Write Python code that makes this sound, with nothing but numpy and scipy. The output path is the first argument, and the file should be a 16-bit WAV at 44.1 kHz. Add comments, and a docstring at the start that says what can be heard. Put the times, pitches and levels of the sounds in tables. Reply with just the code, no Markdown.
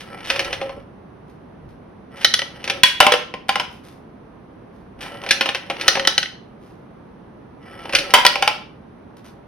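"""Small room: coins run down a hand-held wooden money box with a zigzag of ramps and pegs, heard close.
Coins roll, click on pegs, bounce on ledges and drop into the hollow base; one sticks and is tilted free.
Blows are noise bursts plus damped modes; rolling and rubbing are filtered random taps.
Hands rumble, the room rushes low, and the hardest blows overload the microphone."""
import sys
import numpy as np
from scipy import signal
from scipy.fft import rfft, irfft, next_fast_len
from scipy.io import wavfile
from scipy.ndimage import map_coordinates

SR = 44100
rng = np.random.default_rng(int(sys.argv[2]) if len(sys.argv) > 2 else 0)


def unload_wav(signal):
    """Save mono or channel-first audio to the path in sys.argv[1] as 16-bit WAV at rate SR, clipped to [-1, 1]."""
    wavfile.write(
        sys.argv[1],
        SR,
        np.round(np.clip(np.atleast_2d(signal).T, -1, 1) * 32767).astype(np.int16),
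    )


N = 417627

# Flatness: above 0 face-on and dull, below 0 edge-on and bright.
# top ramp and round pegs: start_s, level_db, flatness_db
PEG_HITS = [(0.301, -2.5, -0.5), (0.36, -12.5, 1), (0.393, -5, -2), (0.446, -17.5, -13), (0.528, -9.5, 0.5),
            (0.614, -16.5, 10.5), (0.693, -25, 6), (2.641, -15.5, -4.5), (2.676, -12, -1.5),
            (2.698, -4, -2.5), (5.237, -22, 2), (5.263, -17, 1.5), (5.289, -12.5, -8), (5.308, 3.5, -7.5),
            (5.409, -1, 1.5), (5.458, -8, 3.5), (5.489, -6, 1.5), (5.547, -8, 0.5), (5.699, -9, 7.5),
            (5.811, -11.5, -10), (5.953, -8, 4.5), (5.97, -14, 11.5), (7.853, -28, 6.5), (7.894, -20, 2.5),
            (7.925, -16, -1.5), (7.933, -9.5, 3.5), (7.95, 2.5, -7.5), (7.986, -8, -11.5),
            (8.105, -18.5, -9.5)]
# lower ledges: start_s, level_db, flatness_db
LEDGE_HITS = [(2.246, 3, 0), (2.339, -1.5, -4), (2.391, -7.5, -4), (2.418, -10, 2), (5.88, 4.5, 4),
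              (5.996, -7.5, 1.5), (6.05, -10.5, 0), (6.073, 2, 3.5), (6.179, -1, -1), (6.229, -9, -5),
              (6.257, -17.5, -11)]
# side wall at the exit: start_s, level_db, flatness_db
WALL_HITS = [(2.8335, 10, 3), (8.2645, 2, -12.5)]
# landings and bounces in the hollow base: start_s, level_db, flatness_db, hollow_note_hz
BASE_HITS = [(3.003, 9, 2, 1007), (3.027, -6.5, 1, 567), (3.066, 2, 3.5, 793), (3.12, -0.5, -5.5, 494),
             (3.138, -4, 2, 487), (3.339, -17.5, 3, 490), (3.491, -3, -2, 796), (3.556, -6.5, 1.5, 820),
             (3.598, -7.5, -3, 974), (8.138, 10.5, 0.5, 993), (8.186, -9.5, 4, 1000), (8.25, 3, -0.5, 986),
             (8.356, -8, 0, 791), (8.424, -3, -3, 796), (8.476, -0.5, -3, 844)]
# resonances of each struck part: mode_hz, width_hz, level_db
PEG_MODES = [(542.7, 6.2, 0.5), (798, 15, -2.5), (1064, 34, -7), (1517, 60, -6.5), (2457, 190, 10.5),
             (2880, 22, -1.5), (3160, 9.3, -15), (3758, 200, -5), (4250, 31, -1), (5170, 49, -14),
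             (5240, 47, -5.5)]
LEDGE_MODES = [(545, 35, -12), (800, 70, -13), (1320, 45, -8), (1500, 55, -8), (1820, 70, -5),
               (1945, 65, -1), (2150, 110, -8), (2920, 90, -5), (3075, 62, 3), (3380, 70, -7),
               (3900, 170, -3), (4220, 140, -6), (4950, 160, -8), (5700, 220, -8), (6120, 170, -12)]
WALL_MODES = [(540, 40, -14), (960, 40, -1), (1015, 40, -2), (1885, 60, -2), (2030, 110, -4),
              (2500, 110, -5), (2880, 110, -6), (3370, 60, 4), (3700, 80, -9), (4390, 50, -5),
              (4850, 180, -9)]
BASE_MODES = [(495, 17, -6), (600, 8.1, -3.5), (773, 27, 1.5), (914, 22, -1.5), (1041, 29, 4.5),
              (1355, 67, 4), (1852, 96, -13.5), (2020, 41, -16.5), (2295, 200, 5), (2990, 38, 1),
              (2910, 28, -20.5), (3480, 210, -23), (4720, 24, -6.5), (4874, 120, -2.5), (5250, 100, -0.5)]
# back panel under a rolling coin: mode_hz, width_hz, level_db
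PANEL_MODES = [(395, 50, -16), (570, 22, 0), (785, 35, -9), (1080, 50, -16), (1335, 55, -11)]
# ramps under a rolling coin: mode_hz, width_hz, level_db
RAMP_MODES = [(1338, 31, -3), (1970, 51, -0.5), (2380, 240, -3.5), (3034, 51, -1), (3385, 290, -9),
              (5400, 400, -11)]
# dense, quickly damped plywood vibration: freq_hz, gain_db
PLY_SPECTRUM = [(60, -36), (250, -6.5), (500, -3), (1150, -3.5), (1600, 2), (3000, 4), (4200, -3),
                (6000, -6), (7300, -25), (10000, -14.5), (13000, -32), (16000, -25.5)]
# click of the metal edge: freq_hz, gain_db
RIM_SPECTRUM = [(2000, -35.5), (6000, -5.5), (8000, 1), (10500, 1), (13000, -6.5), (16000, -8.5)]
# coin scraping along the ramp: freq_hz, gain_db
SCRAPE_SPECTRUM = [(210, -41), (350, -11), (535, -14.5), (677, -10), (793, -3.5), (1210, -23.5),
                   (1310, -9.5), (3020, -19.5), (6030, -29.5), (7280, -40), (9210, -25.5), (15000, -41.5)]
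# skin on wood: freq_hz, gain_db
SKIN_SPECTRUM = [(300, -10.5), (1000, 2), (3000, -3), (6000, -7.5), (7500, -19), (10000, -9),
                 (15000, -20.5)]
# hands moving the box: freq_hz, gain_db
RUMBLE_SPECTRUM = [(15, -14), (30, 2), (60, 1), (130, 1), (300, -32), (1000, -71.5)]
# four runs of rolling and sliding, one list each: time_s, level_db
ROLL_RUNS = [
    [(0.0, -48), (0.28, -41), (0.458, -33.5), (0.548, -41.5), (0.65, -40.5), (0.782, -51), (0.86, -63.5)],
    [(2.1, -52), (2.172, -41.5), (2.32, -48.5), (2.502, -48), (2.788, -43.5), (2.83, -44)],
    [(4.98, -40.5), (5.404, -41), (5.554, -49.5), (5.782, -39.5), (5.904, -31.5), (5.998, -39),
     (6.106, -37.5), (6.244, -52), (6.32, -49)],
    [(7.6, -52), (7.778, -41), (8.022, -39.5), (8.094, -37), (8.388, -41), (8.43, -38), (8.548, -48.5),
     (8.6, -48.5)],
]
# back-panel booms where a coin gathers speed: start_s, level_db, rise_s
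BOOMS = [(0.37, -41, .03), (0.64, -45, .03), (0.765, -39, .01), (2.715, -36, .03), (5.9, -39, .03),
         (7.925, -27.5, .035)]
# short coin slides and grazes, at the slot, along a ledge or just before a hard landing: start_s, level_db,
# rise_s
SLIDES = [(-0.02, -31.5, 0.014), (0.240, -28, 0.034), (2.160, -41.5, 0.021), (2.203, -33.5, 0.023),
          (3.481, -29.5, 0.0067), (5.005, -28.5, 0.013), (5.06, -36.5, .008), (5.868, -24.5, .005)]
# fingers shifting on the box: start_s, level_db, rise_s
RUBS = [(1.27, -65, 0.022), (1.68, -64, 0.018), (3.70, -54, 0.026), (3.83, -51, 0.035), (4.72, -68.5, .04),
        (6.60, -62, 0.05), (9.165, -52, 0.0089), (9.24, -49.5, .018)]
# dull hand rumbles: start_s, level_db, rise_s
BUMPS = [(0.15, -52, .08), (0.42, -50.5, .1), (1.6, -52, .06), (4.88, -55.5, .08)]
# room background: freq_hz, gain_db
AIR_SPECTRUM = [(12, -56.5), (20, -27.5), (42, -8), (197, 0), (344, -4), (374, -5.5), (406, -5), (508, -8),
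                (1050, -14), (3890, -37.5), (5140, -44.5), (6080, -43.5), (7190, -64.5), (9770, -45),
                (15700, -68.5)]
# left-right likeness of the background: freq_hz, correlation
AIR_ALIKE = [(60, 0.96), (180, 0.94), (550, 0.08), (1650, 0.32), (4970, 0.15), (15000, 0.2)]
# phase by which the left port leads: freq_hz, lead_rad
PORT_LEAD = [(20, 0), (1700, 0.74), (2700, 0.45), (4200, 1.48), (5200, 0.98), (7500, 2.5), (10000, 9),
             (15000, -3)]
# room reverberation: freq_hz, t60_s
ROOM_T60 = [(200, 0.45), (530, 0.39), (1400, 0.41), (3700, 0.39), (9700, 0.29)]

TOP_HZ = 16000  # microphone band limit
HIT_SAMPLES = SR // 4
THUD_DB_PER_FLAT_DB, TICK_LOSS_DB_PER_FLAT_DB = 0.77, 0.43
THUD_FALL_DB_PER_DB = 0.31  # thud lags the force
ROLL_FADE_S = 0.044
LEDGE_NOTE_HZ = 3072


def amp(db):
    """Decibels to gain."""
    return 10 ** (np.asarray(db) / 20)


def unit(x):
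    """Scale to rms 1."""
    return x / np.sqrt(np.mean(x ** 2) + 1e-20)


def along(points, hz):
    """Interpolate (freq_hz, value) points on a log frequency axis."""
    freq_hz, value = np.transpose(points)
    return np.interp(np.log(hz + 1), np.log(freq_hz + 1), value)


def filtered(x, response):
    """Apply a complex frequency response."""
    n = x.shape[-1]
    m = next_fast_len(n + 8192)
    return irfft(rfft(x, m) * response(np.fft.rfftfreq(m, 1 / SR)), m)[..., :n]


def coloured(x, gain):
    """Minimum-phase filter of a short sound: nothing rings before the blow."""
    m = 2 * len(x)
    log_gain = np.log(np.maximum(gain(np.fft.rfftfreq(m, 1 / SR)), 1e-6))
    cepstrum = irfft(log_gain)
    # fold the cepstrum onto positive time
    cepstrum[1:m // 2] *= 2
    cepstrum[m // 2 + 1:] = 0
    return irfft(rfft(x, m) * np.exp(rfft(cepstrum)))[:len(x)]


def band_rms(x, lo_hz, hi_hz):
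    """Strength of one band over the first 20 ms of a blow."""
    head = x[:SR // 50]
    hz = np.fft.rfftfreq(len(head), 1 / SR)
    band = rfft(head)[(hz > lo_hz) & (hz < hi_hz)]
    return np.sqrt(2 * np.sum(np.abs(band) ** 2)) / len(head)


def room(x, wet_db):
    """Direct sound at two microphone ports plus a diffuse tail with frequency-dependent decay."""
    hz, t, noise = signal.stft(rng.standard_normal((3, SR // 2)), SR, nperseg=256)
    decay = amp(-60 * t / along(ROOM_T60, hz)[:, None])
    build_up = 1 - np.exp(-t / 0.0022)
    tails = signal.istft(noise * decay * build_up, SR, nperseg=256)[1]
    tail = tails[:2] + 0.67 * tails[2]  # the third is common to both ports
    wet = signal.fftconvolve(x[None], tail / np.linalg.norm(tail[0]), axes=1)
    half_lead = np.array([[.5], [-.5]])
    direct = filtered(x, lambda f: np.exp(1j * along(PORT_LEAD, f) * half_lead))
    return amp(wet_db) * wet + np.pad(direct, ((0, 0), (0, wet.shape[1] - len(x))))


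def place(out, start_s, sound):
    """Add a stereo sound at its start time."""
    out[:, round(start_s * SR):][:, :sound.shape[1]] += sound


def taps(rate_hz, spread_db):
    """Random tiny impacts of very unequal strength."""
    struck = rng.random(N) < rate_hz / SR
    return struck * rng.standard_normal(N) * amp(spread_db * rng.standard_normal(N))


def swells(strokes):
    """Envelope of strokes that swell softly, peak one rise_s after the start, and fade."""
    t = np.arange(N) / SR
    pressure = np.zeros(N)
    for start_s, level_db, rise_s in strokes:
        u = np.clip((t - start_s) / rise_s, 0, 20)
        pressure += amp(level_db) * u * np.exp(1 - u)
    return pressure


def background(level_db, pan_db):
    """Steady low room rush: left and right alike in the bass, largely independent above."""
    def mid_side(f):
        turn_rad = np.arccos(np.clip(along(AIR_ALIKE, f), -1, 1)) / 2
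        return amp(along(AIR_SPECTRUM, f)) * [np.cos(turn_rad), np.sin(turn_rad)]

    mid, side = filtered(rng.standard_normal((2, N)), mid_side)
    return amp(level_db) * unit(np.array([mid + side, mid - side])) * amp([[pan_db], [-pan_db]])


def friction(strokes, spectrum, level_db):
    """Rubbing: coloured grain contacts under each stroke's pressure."""
    contacts = taps(rate_hz=1800, spread_db=3)
    grain = unit(filtered(contacts, lambda f: amp(along(spectrum, f))))
    return room(amp(level_db) * swells(strokes) * grain, wet_db=-5)[:, :N]


def hands():
    """Fingers rub the wood; moving the box adds dull rumble."""
    return friction(RUBS, SKIN_SPECTRUM, level_db=1.5) + friction(BUMPS, RUMBLE_SPECTRUM, level_db=4)


def travelled(contacts, modes):
    """Modes under a moving coin: each swells and fades at random as the coin crosses its nodes."""
    t, out = np.arange(N) / SR, np.zeros(N)
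    for mode_hz, width_hz, level_db in modes:
        ring = np.exp(-np.pi * width_hz * t[:HIT_SAMPLES]) * np.sin(2 * np.pi * mode_hz * t[:HIT_SAMPLES])
        coupling_db = 3.5 * map_coordinates(rng.standard_normal(140), [t * 12], order=1)
        out += amp(level_db + coupling_db) * unit(signal.oaconvolve(contacts, ring)[:N])
    return unit(out)


def rolling(scrape_db, ramp_db, hum_db, rattle_db, wobble_db, wet_db):
    """Rim taps over the ramp grain excite ramp and back panel; the coin wobbles and rattles."""
    t = np.arange(N) / SR
    level = np.zeros(N)
    for run in ROLL_RUNS:
        time_s, run_db = np.transpose(run)
        fade = np.clip(np.minimum(t - time_s[0], time_s[-1] - t) / ROLL_FADE_S, 0, 1)
        level += amp(np.interp(t, time_s, run_db)) * fade
    wobble = map_coordinates(rng.standard_normal(600), [t * 45])  # 45 random points a second
    contacts = taps(rate_hz=1800, spread_db=2.5) * amp(wobble_db * wobble)

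    scrape = amp(scrape_db) * unit(filtered(contacts, lambda f: amp(along(SCRAPE_SPECTRUM, f))))
    ramp = amp(ramp_db) * travelled(contacts, RAMP_MODES)

    burst = rng.standard_normal(HIT_SAMPLES) * amp(-60 * t[:HIT_SAMPLES] / .03)
    tick = coloured(burst, lambda f: amp(along(PLY_SPECTRUM, f)))
    rattle = amp(rattle_db) * unit(signal.fftconvolve(taps(rate_hz=75, spread_db=1.5), tick)[:N])

    hum = (amp(hum_db) * level + swells(BOOMS)) * travelled(contacts, PANEL_MODES)
    return room(level * (scrape + ramp + rattle) + hum, wet_db)[:, :N]


def coins_moving():
    """Coins roll down the ramps and slide briefly, wood and metal rim both sounding."""
    rolls = rolling(scrape_db=-1.5, ramp_db=-4.5, hum_db=-4, rattle_db=-6.5, wobble_db=-1.0, wet_db=-9.5)
    wood = friction(SLIDES, PLY_SPECTRUM, level_db=-3)
    metal = friction(SLIDES, RIM_SPECTRUM, level_db=-20)
    return rolls + wood + metal


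def notes(blows, level_db, t60_s, wet_db):
    """One decaying sine for each (start_s, level_db, note_hz) blow."""
    out, t = np.zeros((2, N + SR)), np.arange(HIT_SAMPLES) / SR
    for start_s, blow_db, note_hz in blows:
        envelope = amp(blow_db + level_db - 60 * t / t60_s) * (1 - np.exp(-t / 0.0014))
        place(out, start_s, room(envelope * np.sin(2 * np.pi * note_hz * t), wet_db))
    return out[:, :N]


def ringing(modes, scatter_db, detune):
    """Damped modes, the wider the shorter; strength and pitch vary a little with the struck spot."""
    mode_hz, width_hz, level_db = np.transpose(modes)[:, :, None]
    t = np.arange(HIT_SAMPLES) / SR
    mode_hz = mode_hz * (1 + detune * rng.standard_normal(mode_hz.shape))
    gain = amp(level_db + scatter_db * rng.standard_normal(mode_hz.shape))
    size = gain * np.sqrt(width_hz) * rng.choice([-1, 1], mode_hz.shape)
    return unit(np.sum(size * np.exp(-np.pi * width_hz * t) * np.sin(2 * np.pi * mode_hz * t), axis=0))


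def strikes(hits, modes, clack_db, thud_db, knock_db, tick_db, knock_fall, tick_rise, ring_db,
            ply_t60_s, snap_db, rim_db, rim_t60_s, wet_db):
    """Coin on wood: sharp snap, dense ply vibration, modes of the struck part and a rim click."""
    out, t = np.zeros((2, N + SR)), np.arange(HIT_SAMPLES) / SR
    spread = 1 - np.exp(-t / 0.00088)  # vibration takes a moment to fill the panels
    decay = amp(-60 * t / ply_t60_s) + amp(snap_db - 60 * t / 0.013)
    for start_s, level_db, flat_db, *_ in hits:
        burst = coloured(rng.standard_normal(HIT_SAMPLES) * decay, lambda f: amp(along(PLY_SPECTRUM, f)))
        blow = spread * (unit(burst) + amp(ring_db) * ringing(modes, scatter_db=2, detune=0.003))

        # soft or flat landings thud and knock low; hard or edge-on ones tick high
        thud = thud_db - THUD_FALL_DB_PER_DB * level_db + THUD_DB_PER_FLAT_DB * flat_db
        knock = knock_db - knock_fall * level_db + flat_db
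        tick = tick_db + tick_rise * level_db - TICK_LOSS_DB_PER_FLAT_DB * flat_db
        deep = amp(thud) / band_rms(blow, 250, 530)
        low = amp(knock) / band_rms(blow, 530, 1300)
        middle = amp(clack_db) / band_rms(blow, 1300, 3600)
        high = amp(tick) / band_rms(blow, 3600, 7000)
        contact = [(470, deep), (580, low), (1080, low), (1450, middle), (3300, middle), (4000, high)]
        blow = coloured(blow, lambda f: along(contact, f))

        rim_burst = rng.standard_normal(HIT_SAMPLES) * amp(-60 * t / rim_t60_s) * spread
        rim = coloured(rim_burst, lambda f: amp(along(RIM_SPECTRUM, f)))
        force_db = 1.6 * level_db  # rim grows faster than the blow: harder is brighter
        rim_click = room(amp(force_db + tick + rim_db) * rim, wet_db=-12)
        place(out, start_s, room(amp(level_db) * blow, wet_db) + rim_click)
    return out[:, :N]


def wall():
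    """Side-wall blows at the exit: mostly snap, very short ply vibration."""
    return strikes(WALL_HITS, WALL_MODES, clack_db=-9.5, thud_db=-44, knock_db=-26, tick_db=-15.5,
                   knock_fall=0.16, tick_rise=.05, ring_db=-2.5, ply_t60_s=0.01, snap_db=9.0,
                   rim_db=2.5, rim_t60_s=0.022, wet_db=-11.5)


def ledges():
    """Ledge bounces: strong modes, plus one clear note shared by all the lower ledges."""
    clacks = strikes(LEDGE_HITS, LEDGE_MODES, clack_db=-14.5, thud_db=-37.5, knock_db=-28.5, tick_db=-14,
                     knock_fall=0.27, tick_rise=0.91, ring_db=5, ply_t60_s=0.044, snap_db=1.0,
                     rim_db=-11.5, rim_t60_s=.014, wet_db=-9.5)
    blows = [(start_s, level_db, LEDGE_NOTE_HZ) for start_s, level_db, _ in LEDGE_HITS]
    return clacks + notes(blows, level_db=-15, t60_s=0.064, wet_db=-12.5)


def base():
    """Landings in the hollow base: a clack plus the hollow note of the struck spot."""
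    clacks = strikes(BASE_HITS, BASE_MODES, clack_db=-14.0, thud_db=-31.5, knock_db=-19.5, tick_db=-23.5,
                     knock_fall=0.071, tick_rise=0.082, ring_db=-2.5, ply_t60_s=0.063, snap_db=10.5,
                     rim_db=8.5, rim_t60_s=0.029, wet_db=-6.5)
    blows = [(start_s, level_db, note_hz) for start_s, level_db, _, note_hz in BASE_HITS]
    return clacks + notes(blows, level_db=-6.5, t60_s=0.063, wet_db=-9)


def pegs():
    """Clicks on the top ramp and pegs: modes over the longest ply vibration."""
    return strikes(PEG_HITS, PEG_MODES, clack_db=-15, thud_db=-33, knock_db=-26.5, tick_db=-21.5,
                   knock_fall=0.39, tick_rise=.05, ring_db=-3, ply_t60_s=0.078, snap_db=-0.5,
                   rim_db=-0.5, rim_t60_s=.016, wet_db=-8.5)


def scene():
    """Room, hands, moving coins and the four struck parts of the box."""
    quiet = background(level_db=-43.0, pan_db=-0.97) + hands()
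    return quiet + coins_moving() + wall() + ledges() + base() + pegs()


def record(dry):
    """Microphone overload flattens peaks at full scale; a steep cut follows at TOP_HZ."""
    clipped = dry / (1 + np.abs(dry) ** 8) ** (1 / 8)
    return filtered(clipped, lambda f: 1 / (1 + (f / TOP_HZ) ** 80))


dry = scene()
out = record(dry)
unload_wav(out)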